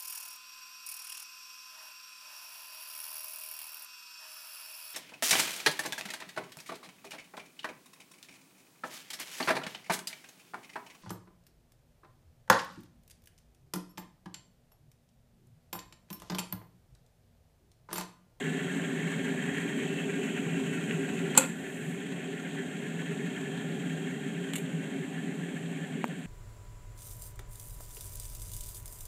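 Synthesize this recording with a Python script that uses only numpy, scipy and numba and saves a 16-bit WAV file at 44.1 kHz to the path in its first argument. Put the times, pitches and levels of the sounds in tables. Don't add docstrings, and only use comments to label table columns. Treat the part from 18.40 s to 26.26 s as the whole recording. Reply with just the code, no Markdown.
import sys
import numpy as np
from scipy import signal
from scipy.fft import rfft, irfft, next_fast_len
from scipy.io import wavfile
from scipy.ndimage import uniform_filter1d
from numba import njit

SR = 44100
rng = np.random.default_rng(int(sys.argv[2]) if len(sys.argv) > 2 else 0)


def put_to_file(sound):
    columns = np.atleast_2d(sound).T
    safe = np.clip(columns, -1, 1)
    whole_steps = np.round(safe * 32767)
    wavfile.write(sys.argv[1], SR, whole_steps.astype(np.int16))


N = 346626
T = np.arange(N) / SR
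SIZE = next_fast_len(N + SR)
HZ = np.arange(SIZE // 2 + 1) * SR / SIZE + 1e-3

# [f/Hz, width/Hz, level/dB]
BODY_MODES = [(90.5, 38, -19.5), (166.3, 32, 1.5), (215, 61, -4), (265.2, 43, -0.5), (540.5, 108, -20),
              (317, 36, -25), (621, 110, -22), (743, 128, -19)]
# [f/Hz, width/Hz, level/dB]
LID_AIR_MODES = [(393.8, 49.3, 3), (428, 30, -4.5)]
# [f/Hz, width/Hz, level/dB]
GURGLE_MODES = [(906, 140, 0.53), (1085, 380, 0.1)]
# [f/Hz, width/Hz, level/dB, lift while the phone hovers over the mug/dB]
WALL_MODES = [(1415, 112, -6, 1), (1518, 89, -5.5, 1), (1617, 71, 0, 0.5), (1734, 126, 1, -5.5),
              (1836, 91, 1.5, -1.5), (1968, 150, -3.5, 0), (2108, 100, -6.5, -4), (2210, 125, -3, -1),
              (2424, 310, -7.5, -0.5), (2580, 103, -6, 1), (2682, 70, -5, 6), (2786, 220, -8, -5.5),
              (2943, 130, -10, 4.5), (3200, 224, -6, -2), (3840, 2100, -16.5, -1.5), (3870, 230, -19.5, -2)]
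# [f/Hz, level/dB]
STEAM_COLOUR = [(3000, -18), (5000, -4), (6200, -0.5), (6750, 4), (7100, -3.5), (7550, 1.5), (8200, -2),
                (9000, -4), (11000, -4), (15000, -2)]
# [f/Hz, level/dB]
THIN_HISS_COLOUR = [(3000, -25), (5000, -12), (10000, -3), (12500, -1), (15000, -1)]

# [t/s, level/dB, fade time/s, treble tilt/dB]
SWITCH_BLOWS = [(2.9505, -29, 0.0087, -10), (2.966, -27, 0.0044, -8), (2.9725, -24, 0.0025, -5),
                (2.9754, -10, 0.0021, 3.5), (2.9768, -7, 0.0019, 4), (2.9795, -10, 0.002, 5),
                (2.9825, -12, 0.0041, 0), (2.987, -24, 0.0055, -3), (2.995, -25, 0.0071, 0),
                (3.007, -22.5, 0.0057, -10), (3.019, -27, 0.0093, -12), (3.028, -35, 0.0091, -10),
                (3.038, -32, 0.0074, -13), (3.047, -33, 0.0066, -15), (3.056, -34, .006, -7),
                (3.075, -38, 0.0084, -5), (3.09, -47, .02, -2)]
# [f/Hz, level/dB]
CLACK_COLOUR = [(60, -6), (300, -7), (600, -8), (1000, 2.5), (2500, -6.5), (4600, 5), (6000, 2.5),
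                (8000, 9.5), (11000, 5.5), (15000, -1)]
# [f/Hz, level/dB, time to fade by 60 dB/s]
SWITCH_RINGS = [(275, -32, 0.057), (528, -36.5, 0.079), (880, -33, 0.015), (1410, -33.5, 0.037),
                (2170, -37, .015), (2580, -24.5, 0.013), (3020, -38, .01), (3350, -37, 0.015),
                (4480, -24.5, 0.006), (7400, -30, 0.012), (7965, -28.5, 0.032), (8900, -35, .016),
                (11300, -26, .008)]

# [t/s, level/dB]
POP_TIMES = [(2.51, -21)]
# [f/Hz, level/dB]
POP_COLOUR = [(800, -25), (1600, 2), (2900, 6), (4200, -14), (8000, -30)]

# [t/s, level/dB, fade time/s, treble tilt/dB]
TEA_BAG_BLOWS = [(6.1348, -18, 0.0013, -4), (6.1355, -21, .0018, -2), (6.139, -33, 0.013, 0),
                 (6.1557, -19, 0.00089, -3), (6.1575, -23, 0.0022, 6), (6.1645, -30, .002, 3),
                 (6.1615, -25, .0025, 1), (6.169, -34, .003, 2), (6.172, -45, .03, 7),
                 (6.1815, -35, 0.005, 3)]
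# [f/Hz, level/dB]
PAPER_COLOUR = [(900, -15), (1800, -11), (3300, -1.5), (4600, -8.5), (8000, -1), (12000, 5), (15000, -6)]
# [f/Hz, level/dB, time to fade by 60 dB/s]
MUG_RINGS = [(2240, -32, 0.022), (2930, -29.5, 0.014), (3570, -43, .01), (4400, -39, .008),
             (7200, -41, .01)]

# [t/s, push level/dB, contact time/ms, tick level/dB]
FINGER_TAPS = [(7.6427, -15, 0.86, -25), (7.647, -37, .7, -40), (7.654, -42, .85, -34),
               (7.68, -42, 0.95, -30), (7.71, -45, .6, -47), (7.791, -49, 0.52, -40)]
# [f/Hz, level/dB]
CASE_COLOUR = [(200, -12), (450, 4), (850, -4), (1600, -3), (2800, 6.5), (4200, 4)]
# [f/Hz, level/dB, time to fade by 60 dB/s]
CASE_RINGS = [(235, -21, .04), (845, -26.5, 0.0078), (2600, -21, 0.0022)]
# [f/Hz, level/dB]
SKIN_COLOUR = [(2500, -23), (4000, -4), (5200, 6), (6500, -5), (8000, -9.5), (10500, -1), (13000, 4),
               (15000, 7)]

# [f/Hz, level/dB]
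MICROPHONE_COLOUR = [(20, -7), (70, -16), (130, 1.5), (200, 0), (3500, -0.5), (4400, -9.5), (5100, -19.5),
                     (6000, -10.5), (7500, 1), (9200, -7), (10200, -16), (12500, -16), (15000, -21.5)]

OFF_S, STORED_HEAT_S = 2.07, 0.42
TURN_S, TURN_DB_S, TURN_TREBLE_DB_S = 7.57, -8.5, -34
HOVER_S, HOVER_FADE_S = (1.4, 2.86), 0.16
SINGING_HZ, SINGING_OCTAVES = 1850, 0.16
CHURN_DB, CHURN_PER_S, CHURN_OCTAVES = 7, 38, 0.6
CHURN_EVEN_S = 0.14
KITCHEN_T60_S, KITCHEN_DB, BOIL_ECHO_DB, MUG_ECHO_DB = 0.28, -12, -12, -17
SELF_NOISE_DB = -49
GAIN_TOP_DB, GAIN_SLOPE = -23, 0.56
GAIN_ATTACK_S, GAIN_RELEASE_S = 0.017, 1.88
CEILING, TOP_HZ = 0.84, 15350


def kettle():
    surge = surges(30, 0.0073)
    rush = gurgling(surge) + ringing_wall(surge) + steam_hiss(surge) + thin_hiss()
    return rumble() + kitchen(rush, BOIL_ECHO_DB)


def rumble():
    body = shaken(BODY_MODES, 2500, 2.15, 1.5, 6.8, drift=0.00995)
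    lid_air = shaken(LID_AIR_MODES, 2500, 2.13, 0.93, 5.3)
    body_db = vigour(-34, drift_db_s=0.089, ebb_db_s=-0.76)
    lid_db = vigour(-39.5, drift_db_s=0.59, ebb_db_s=-1.5)
    return level(body, body_db) + level(lid_air, lid_db)


def gurgling(surge):
    water = shaken(GURGLE_MODES, 2000, 2.4, 1.0, 15)
    early_db = np.maximum(swell(1.25, 2.5, rise_db_s=1.2, fall_db_s=14), -0.5)
    water_db = vigour(-56.5, drift_db_s=-0.24, ebb_db_s=-1.5) + early_db
    return level(water, water_db) * np.sqrt(0.68 + 0.2 * surge)


def ringing_wall(surge):
    singing_db = np.maximum(swell(1.06, 2.2, rise_db_s=6.2, fall_db_s=11), -1.5)
    wall = shaken(WALL_MODES, 2500, 2.8, 2.3, 18, singing_db, churn(), wander_db=2.1, drift=0.008)
    wall_db = vigour(-41, drift_db_s=-0.56, ebb_db_s=-1.45)
    return level(wall, wall_db) * np.sqrt(0.79 + 0.11 * surge)


def steam_hiss(surge):
    steam = through(rng.standard_normal(N), colour(STEAM_COLOUR))
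    steam_db = vigour(-44.5, drift_db_s=0.14, ebb_db_s=-1.97, turn_db_s=TURN_TREBLE_DB_S)
    return level(steam, steam_db + 0.7 * walk(16)) * np.sqrt(0.72 + 0.22 * surge)


def thin_hiss():
    thin = through(rng.standard_normal(N), colour(THIN_HISS_COLOUR))
    return level(thin, swell(3.5, -41, rise_db_s=16, fall_db_s=150) + 1.9 * walk(11))


def shaken(modes, per_s, spread_db, patch_db, patch_rate, singing_db=0, churn_db=0, wander_db=0, drift=0):
    out = 0
    hover_times = np.add.outer(HOVER_S, [-HOVER_FADE_S, HOVER_FADE_S]).ravel()
    hover = np.interp(T, hover_times, [0, 1, 1, 0])
    for mode in modes:
        octaves = np.log2(mode[0] / SINGING_HZ)
        patch = patch_db * walk(patch_rate) + wander_db * walk(1.68)
        patch = patch + sum(mode[3:]) * hover
        patch = patch + singing_db * np.exp(-(octaves / SINGING_OCTAVES) ** 2)
        patch = patch + churn_db * np.exp(-(octaves / CHURN_OCTAVES) ** 2)
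        hits = bubbles(per_s, spread_db) * undb(patch)
        ring = through(hits, resonances([mode[:3]], order=2))
        bent = np.cumsum(1 + drift * walk(3.0))
        out = out + np.interp(bent * (N - 1) / bent[-1], np.arange(N), ring)
    return out


def bubbles(per_s, spread_db):
    hit = rng.random(N) < per_s / SR
    size_db = spread_db * np.minimum(rng.exponential(size=N), 5)
    return hit * rng.standard_normal(N) * undb(size_db)


def surges(per_s, fade_s):
    burst_power = (rng.random(N) < per_s / SR) * rng.random(N)
    soft_bursts = uniform_filter1d(burst_power, size=300)
    power = signal.lfilter([1], [1, -np.exp(-1 / (fade_s * SR))], soft_bursts)
    return power / np.mean(power)


def churn():
    db = CHURN_DB * walk(CHURN_PER_S)
    return db - uniform_filter1d(db, int(CHURN_EVEN_S * SR))


def vigour(db, drift_db_s, ebb_db_s, turn_db_s=TURN_DB_S):
    heating = drift_db_s * np.minimum(T - OFF_S, 0)
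    calming = ebb_db_s * np.maximum(T - OFF_S - STORED_HEAT_S, 0)
    turning = turn_db_s * np.maximum(T - TURN_S, 0)
    return db + heating + calming + turning


def switch():
    response = colour(CLACK_COLOUR) + struck(SWITCH_RINGS)
    return blows(SWITCH_BLOWS, response, per_s=25000, contact_db=4)


def pops():
    table = [(s, db, 0.002, 0) for s, db in POP_TIMES]
    return blows(table, colour(POP_COLOUR), per_s=22000, contact_db=6)


def tea_bag():
    response = colour(PAPER_COLOUR) + struck(MUG_RINGS)
    return blows(TEA_BAG_BLOWS, response, per_s=20000, contact_db=4)


def finger():
    push = 0
    ticks = 0
    for s, push_db, contact_ms, tick_db in FINGER_TAPS:
        u = (T - s) * 4000 / contact_ms
        push = push - 2 * u * undb(push_db) * np.exp(-u ** 2)
        ticks = ticks + burst(s, tick_db, 0.0013)
    ticks = ticks * np.sign(rng.standard_normal(N))
    slide_db = swell(10, -52, rise_db_s=40, fall_db_s=40)
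    slide = undb(slide_db) * level(bubbles(9000, 2.5), 0)
    knock = through(push, colour(CASE_COLOUR) + struck(CASE_RINGS))
    return knock + through(ticks + slide, colour(SKIN_COLOUR))


def blows(table, response, per_s, contact_db):
    ticks = level(bubbles(per_s, 2.9), 0)
    contacts = np.ceil(np.array(table)[:, 0] * SR).astype(int)
    ticks[contacts] = undb(contact_db)
    treble = np.log2((np.maximum(HZ, 2200) + 1500) / 5000)
    out = 0
    for s, db, length, tilt_db in table:
        out = out + through(burst(s, db, length) * ticks, response * undb(tilt_db * treble))
    return out


def kitchen(x, echo_db):
    t = T[:SR // 2]
    fade = 1000. ** (-t / KITCHEN_T60_S) * np.minimum(t / 0.0033, 1)
    tail = rng.standard_normal(len(t)) * fade
    echo = tail * undb(echo_db) / np.sqrt(np.sum(tail ** 2))
    return x + through(x, rfft(echo, SIZE))


def undb(db):
    return 10 ** (np.asarray(db) / 20)


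def level(x, db):
    return x * undb(db) / np.sqrt(np.mean(x ** 2))


def through(x, response):
    return irfft(rfft(x, SIZE) * response, SIZE)[:N]


def colour(table):
    hz, db = np.transpose(table)
    curve_db = np.interp(np.log(HZ), np.log(hz), db)
    cep = irfft(np.log(undb(curve_db)), SIZE)
    cep[1:SIZE // 2] *= 2
    cep[SIZE // 2 + 1:] = 0
    return np.exp(rfft(cep))


def resonances(table, order):
    out = 0
    for hz, width, db in table:
        detune = (HZ ** 2 - hz ** 2) / (HZ * width)
        out = out + undb(db) * (1 + 1j * detune) ** -order
    return out


def struck(modes):
    table = []
    for hz, db, t60 in modes:
        width = np.log(1000) / np.pi / t60
        table.append((hz, width, db - 20 * np.log10(width / SR * 2 * np.pi)))
    return resonances(table, order=1)


def walk(rate):
    k = int(SR / rate)
    steps = np.repeat(rng.standard_normal(N // k + 1), k)
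    return 0.52 * uniform_filter1d(uniform_filter1d(steps, k), k)[:N]


def burst(s, db, length):
    return undb(db) * (T > s) * np.exp(-np.maximum(T - s, 0) / length)


def swell(peak_s, peak_db, rise_db_s, fall_db_s):
    return peak_db - np.maximum(rise_db_s * (peak_s - T), fall_db_s * (T - peak_s))


@njit
def follow(x, attack, release):
    out, e = np.empty(len(x)), 0.
    for i in range(len(x)):
        e += (abs(x[i]) - e) * (attack if abs(x[i]) > e else release)
        out[i] = e
    return out


def scene():
    snaps = kitchen(switch() + pops(), KITCHEN_DB)
    mug = kitchen(tea_bag(), MUG_ECHO_DB)
    return (kettle() + snaps + mug + finger())[None]


def record(dry):
    noise = undb(SELF_NOISE_DB) * rng.standard_normal(N)
    x = through(dry[0] + noise, colour(MICROPHONE_COLOUR))
    envelope = follow(x, 1 / (GAIN_ATTACK_S * SR), 1 / (GAIN_RELEASE_S * SR))
    x = x * np.minimum(undb(GAIN_TOP_DB) / (envelope + 1e-9), 1) ** GAIN_SLOPE
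    x = CEILING * np.tanh(x / CEILING)
    top_cut = signal.ellip(12, 0.2, 80, TOP_HZ, fs=SR, output="sos")
    return signal.sosfilt(top_cut, x)[None]


dry = scene()
out = record(dry)
put_to_file(out)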